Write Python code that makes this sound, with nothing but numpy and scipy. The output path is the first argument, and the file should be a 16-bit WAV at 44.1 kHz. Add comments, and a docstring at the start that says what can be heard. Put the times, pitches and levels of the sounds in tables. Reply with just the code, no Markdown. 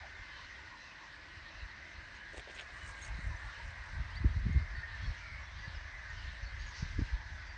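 """Hay field above a river

Wind rumbles and bumps on the microphone: filtered noise follows the flow, and single eddies are pressure swings.
A far colony of gulls clamours on the water, as blurred gliding tones over a wash of shaped noise.
Small birds chirp in rustling trees, as thin tones that echo weakly, over patchy bands of noise.
A dog bounds past through the dry hay, as random clicks that swish, thud and crunch, with stems cracking."""
import sys
import numpy as np
from scipy import signal
from scipy.io import wavfile
from scipy.ndimage import uniform_filter1d, map_coordinates

SR = 44100
rng = np.random.default_rng(int(sys.argv[2]) if len(sys.argv) > 2 else 0)


def to_wav(s):
    """Save 16-bit WAV."""
    ch = np.atleast_2d(s).T  # columns
    pcm = np.round(np.clip(ch, -1, 1) * 32767)  # PCM
    wavfile.write(sys.argv[1], SR, pcm.astype(np.int16))


N = 333881
TIME = np.arange(N) / SR

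# low wash of the open air: (time [s], level before the scene's trim [dB])
AIR_LEVEL = [(0, -60), (.6, -58.5), (1.3, -59.5), (2.3, -59.5), (2.8, -56.5), (3.5, -56.5), (4.5, -57),
             (5.3, -57.5), (6.5, -57.5), (7.57, -59)]
# colour of the air: (frequency [Hz], density [dB per Hz, relative])
AIR_COLOUR = [(100, -7.5), (200, -11), (320, -8.5), (430, -14.5), (600, -2.5), (800, -7), (1000, 2),
              (1300, -4), (2000, 2), (3000, -25)]
# a faint far drone: (time [s], level [dB])
DRONE_LEVEL = [(0, -70.5), (.8, -70.5), (2.2, -68), (3.2, -73.5), (4.5, -82.5), (7.57, -77.5)]
# colour of the drone: (frequency [Hz], density [dB per Hz, relative])
DRONE_COLOUR = [(130, 1), (170, 3.5), (240, -2.5), (330, 3.5), (420, -7.5)]
# swells of rustling in the trees: (time of peak [s], length [s], level before the scene's trim [dB])
RUSTLES = [(.37, 0.9, -63), (3.57, 0.36, -60.5), (5.1, 0.68, -60.5), (5.7, 0.56, -62), (6.25, 0.49, -59.5),
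           (6.76, 1, -61), (7.08, 0.4, -59.5)]
# colour of the leaves: (frequency [Hz], density [dB per Hz, relative])
LEAF_COLOUR = [(1500, -3.5), (2600, 6), (3300, 1.5), (4000, 4), (4600, 3.5), (5000, -2.5), (5700, -2.5),
               (6500, -13), (7200, -14), (7800, -19), (9000, -22)]
# clamour of the gull colony: (time [s], gain on cries and wash [dB])
CLAMOUR = [(0, -50.5), (.35, -51.5), (.75, -55.5), (1.55, -55), (1.8, -51), (2.4, -53.5), (3.3, -51),
           (4.2, -53), (4.8, -49), (5.5, -53.5), (6.2, -50.5), (6.8, -51.5), (7.57, -51.5)]
# colour of the colony's wash: (frequency [Hz], density [dB per Hz, relative])
COLONY_COLOUR = [(1000, -33), (1350, -8), (1600, 1.5), (1830, 3), (2150, -1), (2500, -16), (3200, -39.5),
                 (4500, -44)]
# a blurred burst of twittering: (time [s], level before flutter [dB])
CHATTER = [(0, -94), (6.3, -80), (6.6, -71), (6.78, -56.5), (6.88, -65.5), (7.1, -74.5), (7.57, -69)]
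# nearer gulls: (start [s], length [s], starting pitch before the bend [Hz], level [dB], rasp [ratio])
GULLS = [(0.02, 0.2, 1730, -64, .9), (0.1, 0.28, 2127, -57, .7), (0.43, 0.23, 1930, -60, .7),
         (0.75, .16, 2020, -60, .7), (1.04, 0.21, 1740, -59.5, .9), (1.2, 0.32, 1946, -58, .7),
         (1.38, 0.13, 1866, -55, .5), (1.6, 0.19, 1926, -59.5, 1.2), (2.15, .25, 1670, -56, .8),
         (2.7, 0.42, 1690, -56, .9), (2.92, 0.2, 2200, -58, 1.8), (3.08, 0.46, 1883, -55.5, .6),
         (3.4, 0.3, 1740, -57, .7), (3.35, 0.28, 1437, -60.5, 1), (3.82, 0.24, 1606, -58.5, 1.2),
         (4.14, 0.16, 2030, -57.5, 1.2), (4.46, .16, 2160, -55, 1.8), (4.63, 0.31, 1901, -53, 0.986),
         (4.72, .28, 1877, -50, 0.51), (5.13, 0.32, 2330, -55, 2.5), (5.18, 0.24, 2170, -57, 2.5),
         (5.6, 0.087, 1970, -53.5, 1), (5.61, 0.14, 1730, -53.5, 1.3), (5.88, .2, 2020, -54.5, 2),
         (5.96, 0.13, 1760, -59, 1.2), (6.03, 0.16, 1860, -52, .9)]
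# short yelps of a far water bird: (time of middle [s], middle pitch before the bend [Hz], level [dB],
# rasp [ratio])
YELPS = [(.04, 740, -56, 2.7), (.41, 1000, -57, 1.95), (0.731, 1017, -57.5, 2), (1.03, 1004, -57.5, 1.4),
         (2.92, 974, -60, 1.8), (3.1, 874, -60.5, 1.5), (3.33, 985, -56.5, 1.35), (3.46, 838, -59.5, 1.5),
         (3.61, 936, -58, 1.1), (3.87, 918, -60.5, 1.8), (3.97, 920, -63, 1.4), (4.12, 900, -59.5, 2),
         (4.25, 978, -62.5, 1.35), (5.42, 1060, -58.5, 1.8)]
# thin songbird notes: (start [s], length [s], start pitch before the bend [Hz],
# end pitch before the bend [Hz], level [dB], rasp [ratio])
CHIRPS = [(.27, 0.21, 3130, 2920, -63, .7), (.75, 0.11, 4040, 4020, -64.5, .7),
          (0.789, 0.16, 2750, 2520, -61, 1), (1.5, 0.19, 2620, 2770, -61.5, 1.3),
          (2.15, .03, 6560, 6590, -68.5, .5), (2.544, 0.0182, 6750, 6550, -62, .8),
          (2.603, 0.0203, 6580, 6600, -62, .5), (2.8, 0.077, 3020, 2870, -59.5, .3),
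          (3.023, 0.014, 6470, 6440, -50, .3), (3.036, 0.028, 6650, 6375, -55, .5),
          (3.36, 0.0143, 5460, 6400, -59, .6), (4.524, 0.013, 6350, 6580, -64.5, .5),
          (4.736, 0.094, 4540, 4390, -63, .7), (4.999, 0.081, 3212, 3380, -60.5, .6),
          (5.007, 0.12, 4440, 4270, -60, .8), (5.03, 0.11, 5450, 5480, -66.5, .7),
          (5.39, .09, 5600, 5560, -68, .5), (5.445, 0.058, 3460, 3350, -63, .4),
          (5.545, 0.17, 4740, 4620, -63.5, .5), (5.734, .05, 5460, 4924, -62, 1.2),
          (5.73, .1, 2850, 2900, -61, .8), (6.095, 0.019, 7410, 6200, -68, 1.5),
          (6.13, 0.14, 2950, 2800, -61.5, 1.3), (6.425, 0.025, 6500, 5200, -61, 1.5),
          (6.417, 0.1, 4540, 4340, -61, .7), (6.567, 0.094, 6170, 6900, -68.5, .6),
          (6.653, .07, 6760, 6300, -62.5, .7), (6.58, 0.091, 4500, 4780, -63.5, .7),
          (6.702, 0.16, 4720, 4500, -62, .8), (6.762, .036, 5790, 4950, -57, .6),
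          (7.445, 0.11, 4740, 4610, -63, .5)]
# a songbird's upslurred call: (time of steepest rise [s], scoop time [s], level [dB], rasp [ratio])
SLURS = [(3.03, .012, -58.5, .6), (4.157, 0.0021, -54, .15)]
# near footfalls and brushes through the hay: (start [s], length [s], pad thud level [dB],
# crunch level before clumping [dB], crisp top level before clumping [dB])
PAWS = [(2.324, 0.078, -58, -64, -68), (2.365, 0.054, -60, -57, -73), (2.478, 0.05, -59, -59, -88),
        (2.536, .035, -65, -66, -68), (2.555, 0.08, -66, -54, -76), (2.836, 0.092, -76, -62, -64),
        (3.005, 0.093, -78, -67, -64)]
# stiff stems that break under a paw: (time [s], low knock peak [dB], crack peak [dB])
CRACKS = [(2.345, -45, -51), (2.366, -53, -48), (2.374, -52, -42), (2.396, -47, -40), (2.475, -43, -52),
          (2.49, -52, -44), (2.498, -49, -44), (2.564, -49, -46), (2.576, -54, -44), (2.591, -54, -37),
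          (2.597, -48, -43), (2.62, -51, -45)]
# the breeze on the microphone: (time [s], flow strength before flutter [dB])
BREEZE = [(0, -56.5), (.6, -57), (.95, -64), (1.4, -57), (2.0, -58.5), (2.7, -58), (3.2, -53), (3.75, -52),
          (4.2, -41.5), (4.87, -47), (5.9, -49), (6.2, -45.5), (7.57, -47.5)]
# gusts that swell and die away on top of it: (time of peak [s], length [s], flow strength [dB])
GUSTS = [(.21, 0.06, -49), (1.38, 0.07, -53), (1.63, 0.16, -50.5), (1.98, 0.11, -50), (2.39, 0.078, -48),
         (2.87, 0.18, -46.5), (3.14, 0.22, -41), (3.28, 0.2, -38.5), (3.46, 0.1, -41.5),
         (3.67, 0.12, -42.5), (4.0, 0.18, -39), (4.26, 0.15, -28), (4.45, 0.33, -29), (4.6, 0.13, -35.5),
         (4.76, 0.12, -38.5), (5.06, 0.2, -37), (5.38, 0.13, -45.5), (6.26, 0.087, -43), (6.43, 0.059, -46),
         (6.62, 0.12, -41.5), (6.97, 0.24, -39), (7.34, 0.12, -45)]
# single eddies that hit the port: (time of middle [s], pressure before gain and filters [dB],
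# middle to either pressure peak [ms], peak of turbulence within it before filters [dB])
BUFFETS = [(1.629, -38, 4.4, -72), (3.118, -36.5, 3.8, -68), (3.19, -36, 1.75, -55),
           (3.266, -31.5, 3.1, -57), (3.346, -36.5, 3.1, -65), (4.0, -32, 2.5, -61),
           (4.247, -26.5, 1.2, -36), (4.257, -18.5, 3.1, -43), (4.366, -27.5, 2.6, -72),
           (4.457, -29.5, 1.8, -50), (4.467, -25, 1.45, -45), (4.483, -30.5, 2.8, -48),
           (4.496, -29.5, 1.36, -52), (4.508, -29.5, 2.1, -58), (4.547, -29.5, 1.86, -52),
           (4.561, -20.5, 2.7, -42), (4.575, -24, 2.6, -56), (4.63, -32.5, 3.6, -65),
           (5.077, -33.5, 3.2, -65), (5.105, -33.5, 2.6, -65), (5.679, -36, 2.14, -60),
           (5.765, -35, 4.4, -70), (6.26, -37, 5.8, -70), (6.431, -37, 3, -64), (6.828, -27, 1.9, -52.5),
           (6.985, -28.5, 3.1, -43), (6.993, -37, 0.86, -31), (7.005, -38, 1.9, -49),
           (7.016, -35.5, 1.2, -39), (7.022, -24, 3, -57), (7.133, -24.5, 4.6, -72.5)]

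LEAF_DB, LEAF_FADE_DB_PER_S = -61, 0.1   # steady hiss of the wood before the trim; it fades slowly
GULL_FALL_PER_S = .2   # share of its pitch that a cry loses each second
GULL_SCATTER, YELP_SCATTER, CHIRP_SCATTER = 94.8, 130.6, 299.6   # random points per second at rasp 1
STRIDE_S, STRIDE_SWING_DB, FIRST_STRIDE_S = 0.2258, 3.5, 2.1   # the swish pulses as the dog bounds
PASS_S, PASS_DB = 2.89, -72.75   # when the dog is nearest, and the swish the strides swing around
APPROACH_DB_PER_S, LEAVE_DB_PER_S = 17.5, 7.5
SWISH_CRUNCH_DB = -5   # crunch within the swish
FLUTTER_DB, FLUTTER_PER_S = 2.5, 20   # the flow is never even
PORT_LOW_HZ = 37   # the microphone's bass cut
CUTOFF_HZ = 9080


def from_db(db):
    """Decibels to gain."""
    return 10 ** (np.asarray(db) / 20)


def rms_one(x):
    """Scale to an rms of one."""
    return x / np.sqrt(np.mean(x ** 2) + 1e-20)


def in_time(rows):
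    """The level of a two-column curve at every sample."""
    s, level = np.transpose(rows)
    return np.interp(TIME, s, level)


def cut(x, hz, kind, order=2):
    """Butterworth filter."""
    return signal.sosfilt(signal.butter(order, hz, kind, fs=SR, output="sos"), x + 1e-18)


def drift(rate, size=N):
    """Smooth motion through normally spread random points, so many a second."""
    at = np.arange(size) * rate / SR
    return map_coordinates(rng.standard_normal(int(at[-1]) + 4), [at + 1], order=2, mode="nearest")


def add(out, s, sound):
    """Mix a sound in from a given time."""
    start = max(round(s * SR), 0)
    out[start:start + len(sound)] += sound[:max(N - start, 0)]


def swells(rows):
    """Summed power of bell-shaped swells, each about 21 dB down half its length from the peak."""
    power = np.zeros(N)
    for s, length, db in rows:
        power += from_db(db) ** 2 * np.exp(-2 * np.pi ** 2 * ((TIME - s) / length) ** 2)
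    return power


def shaped_noise(colour, patchy_db, patch_rate):
    """Noise in roughly quarter-octave bands, each swelling and fading on its own; rms 1."""
    hz, db = np.transpose(colour)
    edges = np.geomspace(hz[0], hz[-1], int(4 * np.log2(hz[-1] / hz[0])) + 1)
    white = rng.standard_normal((2, N))   # neighbouring bands take turns
    out = np.zeros(N)
    for k, (low, high) in enumerate(zip(edges, edges[1:])):
        level_db = np.interp(np.log(low * high) / 2, np.log(hz), db)
        swell = np.interp(TIME * patch_rate, np.arange(1000), rng.standard_normal(1000))
        band = cut(white[k % 2], [low, high], "band", order=3)
        out += from_db(level_db + patchy_db * swell) * band
    return rms_one(out)


def arch(length):
    """Progress 0-1 through a sound, and its rounded rise and fall."""
    progress = np.linspace(0, 1, max(int(length * SR), 8))
    return progress, np.sin(np.pi * progress)


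def hoarse(hz, rasp, rasp_hz):
    """A tone on a pitch track, rms 1; rasp scatters it into a narrow band."""
    scatter = drift(rasp_hz, size=len(hz)) + 1j * drift(rasp_hz, size=len(hz))
    tone = np.exp(2j * np.pi * np.cumsum(hz) / SR)
    return rms_one(np.real((1 + rasp * scatter) * tone))


def cry(length, start_hz, end_hz, rasp, rasp_hz, bend=.012):
    """A gliding tone that bends upward as it swells."""
    progress, swell = arch(length)
    glide_hz = start_hz + (end_hz - start_hz) * progress
    return swell * hoarse(glide_hz * (1 + bend * (swell - .5)), rasp, rasp_hz)


def open_air(trim_db=1.5):
    """The wash of the open air: patchy noise that rises and falls slowly."""
    return from_db(in_time(AIR_LEVEL) + trim_db) * shaped_noise(AIR_COLOUR, patchy_db=2.07, patch_rate=10)


def far_drone():
    """A faint drone: low noise whose bands waver slowly."""
    return from_db(in_time(DRONE_LEVEL)) * shaped_noise(DRONE_COLOUR, patchy_db=1.5, patch_rate=4.4)


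def leaves(trim_db=0.75):
    """Leaves hiss steadily and rustle in swells: many small contacts heard as patchy high noise."""
    steady = from_db(LEAF_DB - LEAF_FADE_DB_PER_S * TIME)
    hiss = np.sqrt(steady ** 2 + swells(RUSTLES))
    return from_db(trim_db) * hiss * shaped_noise(LEAF_COLOUR, patchy_db=2.14, patch_rate=27)


def colony(count=130, centre_hz=1830, spread=.10, fall=.07, cries_db=-6.5, blur_db=-4.0):
    """Overlapping gull cries above a wash of others blurred by distance."""
    cries = np.zeros(N)
    starts = (np.arange(count) + rng.random(count)) * TIME[-1] / count
    lengths = rng.uniform(0.1167, .35, count)
    pitches = rng.standard_normal(count)
    for s, length, pitch in zip(starts, lengths, pitches):
        hz = centre_hz * np.exp(spread * pitch)
        add(cries, s, cry(length, hz, hz * (1 - fall), rasp=0.5, rasp_hz=80.1))
    wash = shaped_noise(COLONY_COLOUR, patchy_db=0.5, patch_rate=8)
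    clamour = from_db(cries_db) * rms_one(cries) + from_db(blur_db) * wash
    return from_db(in_time(CLAMOUR)) * clamour


def twitter(count=110, softest_db=-73.5, range_db=4.0):
    """Many more songbirds, barely standing out of the leaves: a blurred band and short random chirps."""
    blur = rms_one(cut(rng.standard_normal(N), [4300, 6200], "band", order=3))
    out = from_db(in_time(CHATTER) + 2 * drift(60)) * blur
    for when, pitch, length, glide, size in rng.random((count, 5)):
        hz = 2400 * 1.7 ** pitch
        end_hz = hz * (1 + 0.21 * (glide - .6))
        chirp = cry(.03 + 0.083 * length, hz, end_hz, rasp=0.8, rasp_hz=168)
        add(out, when * TIME[-1], from_db(softest_db + range_db * size) * chirp)
    return out


def yelps(length=0.099, fall=.05):
    """A far water bird's short hoarse yelps, gliding down through their middle pitch."""
    out = np.zeros(N)
    for s, hz, db, rasp in YELPS:
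        yelp = cry(length, hz * (1 + fall), hz * (1 - fall), rasp, YELP_SCATTER * rasp)
        add(out, s - length / 2, from_db(db) * yelp)
    return out


def near_gulls():
    """Hoarse falling gull cries; the raspier a cry, the wider its band."""
    out = np.zeros(N)
    for s, length, hz, db, rasp in GULLS:
        end_hz = hz * (1 - GULL_FALL_PER_S * length)
        add(out, s, from_db(db) * cry(length, hz, end_hz, rasp, GULL_SCATTER * rasp))
    return out


def chirps():
    """Thin gliding songbird whistles; rasp widens each into a band."""
    out = np.zeros(N)
    for s, length, start_hz, end_hz, db, rasp in CHIRPS:
        add(out, s, from_db(db) * cry(length, start_hz, end_hz, rasp, CHIRP_SCATTER * rasp))
    return out


def slurs(low_hz=3400, top_hz=4400, creep_hz_per_s=13000, lead_s=0.065, hold_s=0.033, start_share=0.34):
    """The note starts soft and climbs gently, scoops up, and is loudest as it creeps on at the top."""
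    out = np.zeros(N)
    t = np.arange(-lead_s, hold_s, 1 / SR)
    for s, scoop_s, db, rasp in SLURS:
        rise = 1 / (1 + np.exp(-t / scoop_s))
        swell = (start_share + (1 - start_share) * rise) * signal.windows.tukey(len(t), .25)
        hz = low_hz + (top_hz - low_hz) * rise + creep_hz_per_s * t   # creep adds to both ends
        add(out, s - lead_s, from_db(db) * swell * hoarse(hz, rasp, rasp_hz=400))
    return out


def tree_echoes(x, echo_db=-19, count=8):
    """A few weak, dull returns from the edge of the wood."""
    out, dull = x.copy(), cut(x, 4500, "low")
    for lag in rng.uniform(.02, .16, count):
        add(out, lag, from_db(echo_db) * dull)
    return out


def snaps(per_s, low_hz, high_hz):
    """Sparse random clicks heard in one band, as of stalks breaking; rms 1."""
    clicks = (rng.random(N) < per_s / SR) * rng.uniform(-0.99, 1, N)
    return rms_one(cut(clicks, [low_hz, high_hz], "band"))


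def paws(clump_db=3.0, clump_per_s=170):
    """The dog swishes past through stalks that break in clumps; near footfalls thud and crunch."""
    thud, crunch, crisp = np.zeros((3, N))
    for s, length, thud_db, crunch_db, crisp_db in PAWS:
        press = arch(length)[1]
        add(thud, s, from_db(thud_db) * press)
        add(crunch, s, from_db(crunch_db) * press)
        add(crisp, s, from_db(crisp_db) * press)
    away_db = np.maximum(APPROACH_DB_PER_S * (PASS_S - TIME), LEAVE_DB_PER_S * (TIME - PASS_S))
    stride = np.cos(2 * np.pi * (TIME - FIRST_STRIDE_S) / STRIDE_S)
    swish = from_db(PASS_DB - away_db + STRIDE_SWING_DB * stride)
    crunch_level = crunch + from_db(SWISH_CRUNCH_DB) * swish
    stalks = crunch_level * snaps(per_s=380, low_hz=1710, high_hz=3330)
    stalks += (swish + crisp) * snaps(per_s=6000, low_hz=5460, high_hz=9100)
    clumps = from_db(clump_db * drift(clump_per_s))
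    return thud * snaps(per_s=450, low_hz=288, high_hz=805) + clumps * stalks


def cracks(knock_s=0.0033, crack_s=0.003, knock_band_hz=(380, 850), crack_band_hz=(1700, 3700)):
    """A stem breaks fibre by fibre in a sharp crack, and the mat of hay under it gives a dull knock."""
    out, t = np.zeros(N), TIME[:2000]
    for s, knock_db, crack_db in CRACKS:
        parts = ((knock_db, knock_s, knock_band_hz), (crack_db, crack_s, crack_band_hz))
        for db, decay_s, band in parts:
            fibres = rng.standard_normal(len(t)) ** 5   # the power leaves a few spikes standing out
            burst = cut(fibres * np.exp(-t / decay_s), band, "band", order=3)
            add(out, s - .002, from_db(db) * burst / np.abs(burst).max())
    return out


def wind_db():
    """Strength of the flow: a fluttering breeze plus the gusts, summed as power."""
    breeze = from_db(in_time(BREEZE) + FLUTTER_DB * drift(FLUTTER_PER_S))
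    return 10 * np.log10(breeze ** 2 + swells(GUSTS))


def rumble(eddy_hz=80, fine_hz=200, fine_db=-20, steepen=0.51, strong_db=-35, trim_db=-0.97):
    """Turbulence on the port, capped in strength; stronger flow breaks into finer, higher eddies."""
    level_db = np.minimum(wind_db(), strong_db)
    large = cut(rng.standard_normal(N), eddy_hz, "low", order=4)
    large = cut(large, PORT_LOW_HZ, "high", order=6)
    large /= np.sqrt(uniform_filter1d(large ** 2, size=3000) + 1e-12)   # the flow sets the strength
    fine = cut(rng.standard_normal(N), fine_hz, "low", order=3)
    fine = rms_one(cut(fine, eddy_hz, "high"))
    fine *= from_db(fine_db + steepen * (level_db - strong_db) + 0.75 * drift(25))
    return from_db(level_db + trim_db) * (large + fine)


def buffets(turbulence_band_hz=(240, 370), burst_s=0.0051, soft_hz=650):
    """An eddy swings the pressure up and back with turbulence inside; the bass cut adds to the swing."""
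    out, span = np.zeros(N), .03
    t = np.arange(-span, span, 1 / SR)
    for s, db, half_ms, turbulence_db in BUFFETS:
        u = t * 1000 / half_ms
        lump = np.exp(-u ** 2 / 2) * -u
        turbulence = cut(rng.standard_normal(len(t)), turbulence_band_hz, "band")
        ragged = np.exp(-(t / burst_s) ** 2) * turbulence
        ragged /= np.abs(ragged).max()
        add(out, s - span, 1.76 * from_db(db) * lump + from_db(turbulence_db) * ragged)
    return cut(cut(out, PORT_LOW_HZ, "high", order=4), soft_hz, "low", order=3)


def scene():
    """Far air and birds, the dog in the hay, and wind at the microphone, in one channel."""
    background = open_air() + far_drone() + leaves() + colony()
    songs = tree_echoes(twitter() + yelps() + near_gulls() + chirps() + slurs())
    dog = paws() + cracks()
    wind = rumble() + buffets()
    return (background + songs + dog + wind)[None]


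def record(dry):
    """The top is cut steeply by an elliptic low-pass."""
    return signal.sosfilt(signal.ellip(12, .1, 80, CUTOFF_HZ, fs=SR, output="sos"), dry)


dry = scene()
out = record(dry)
to_wav(out)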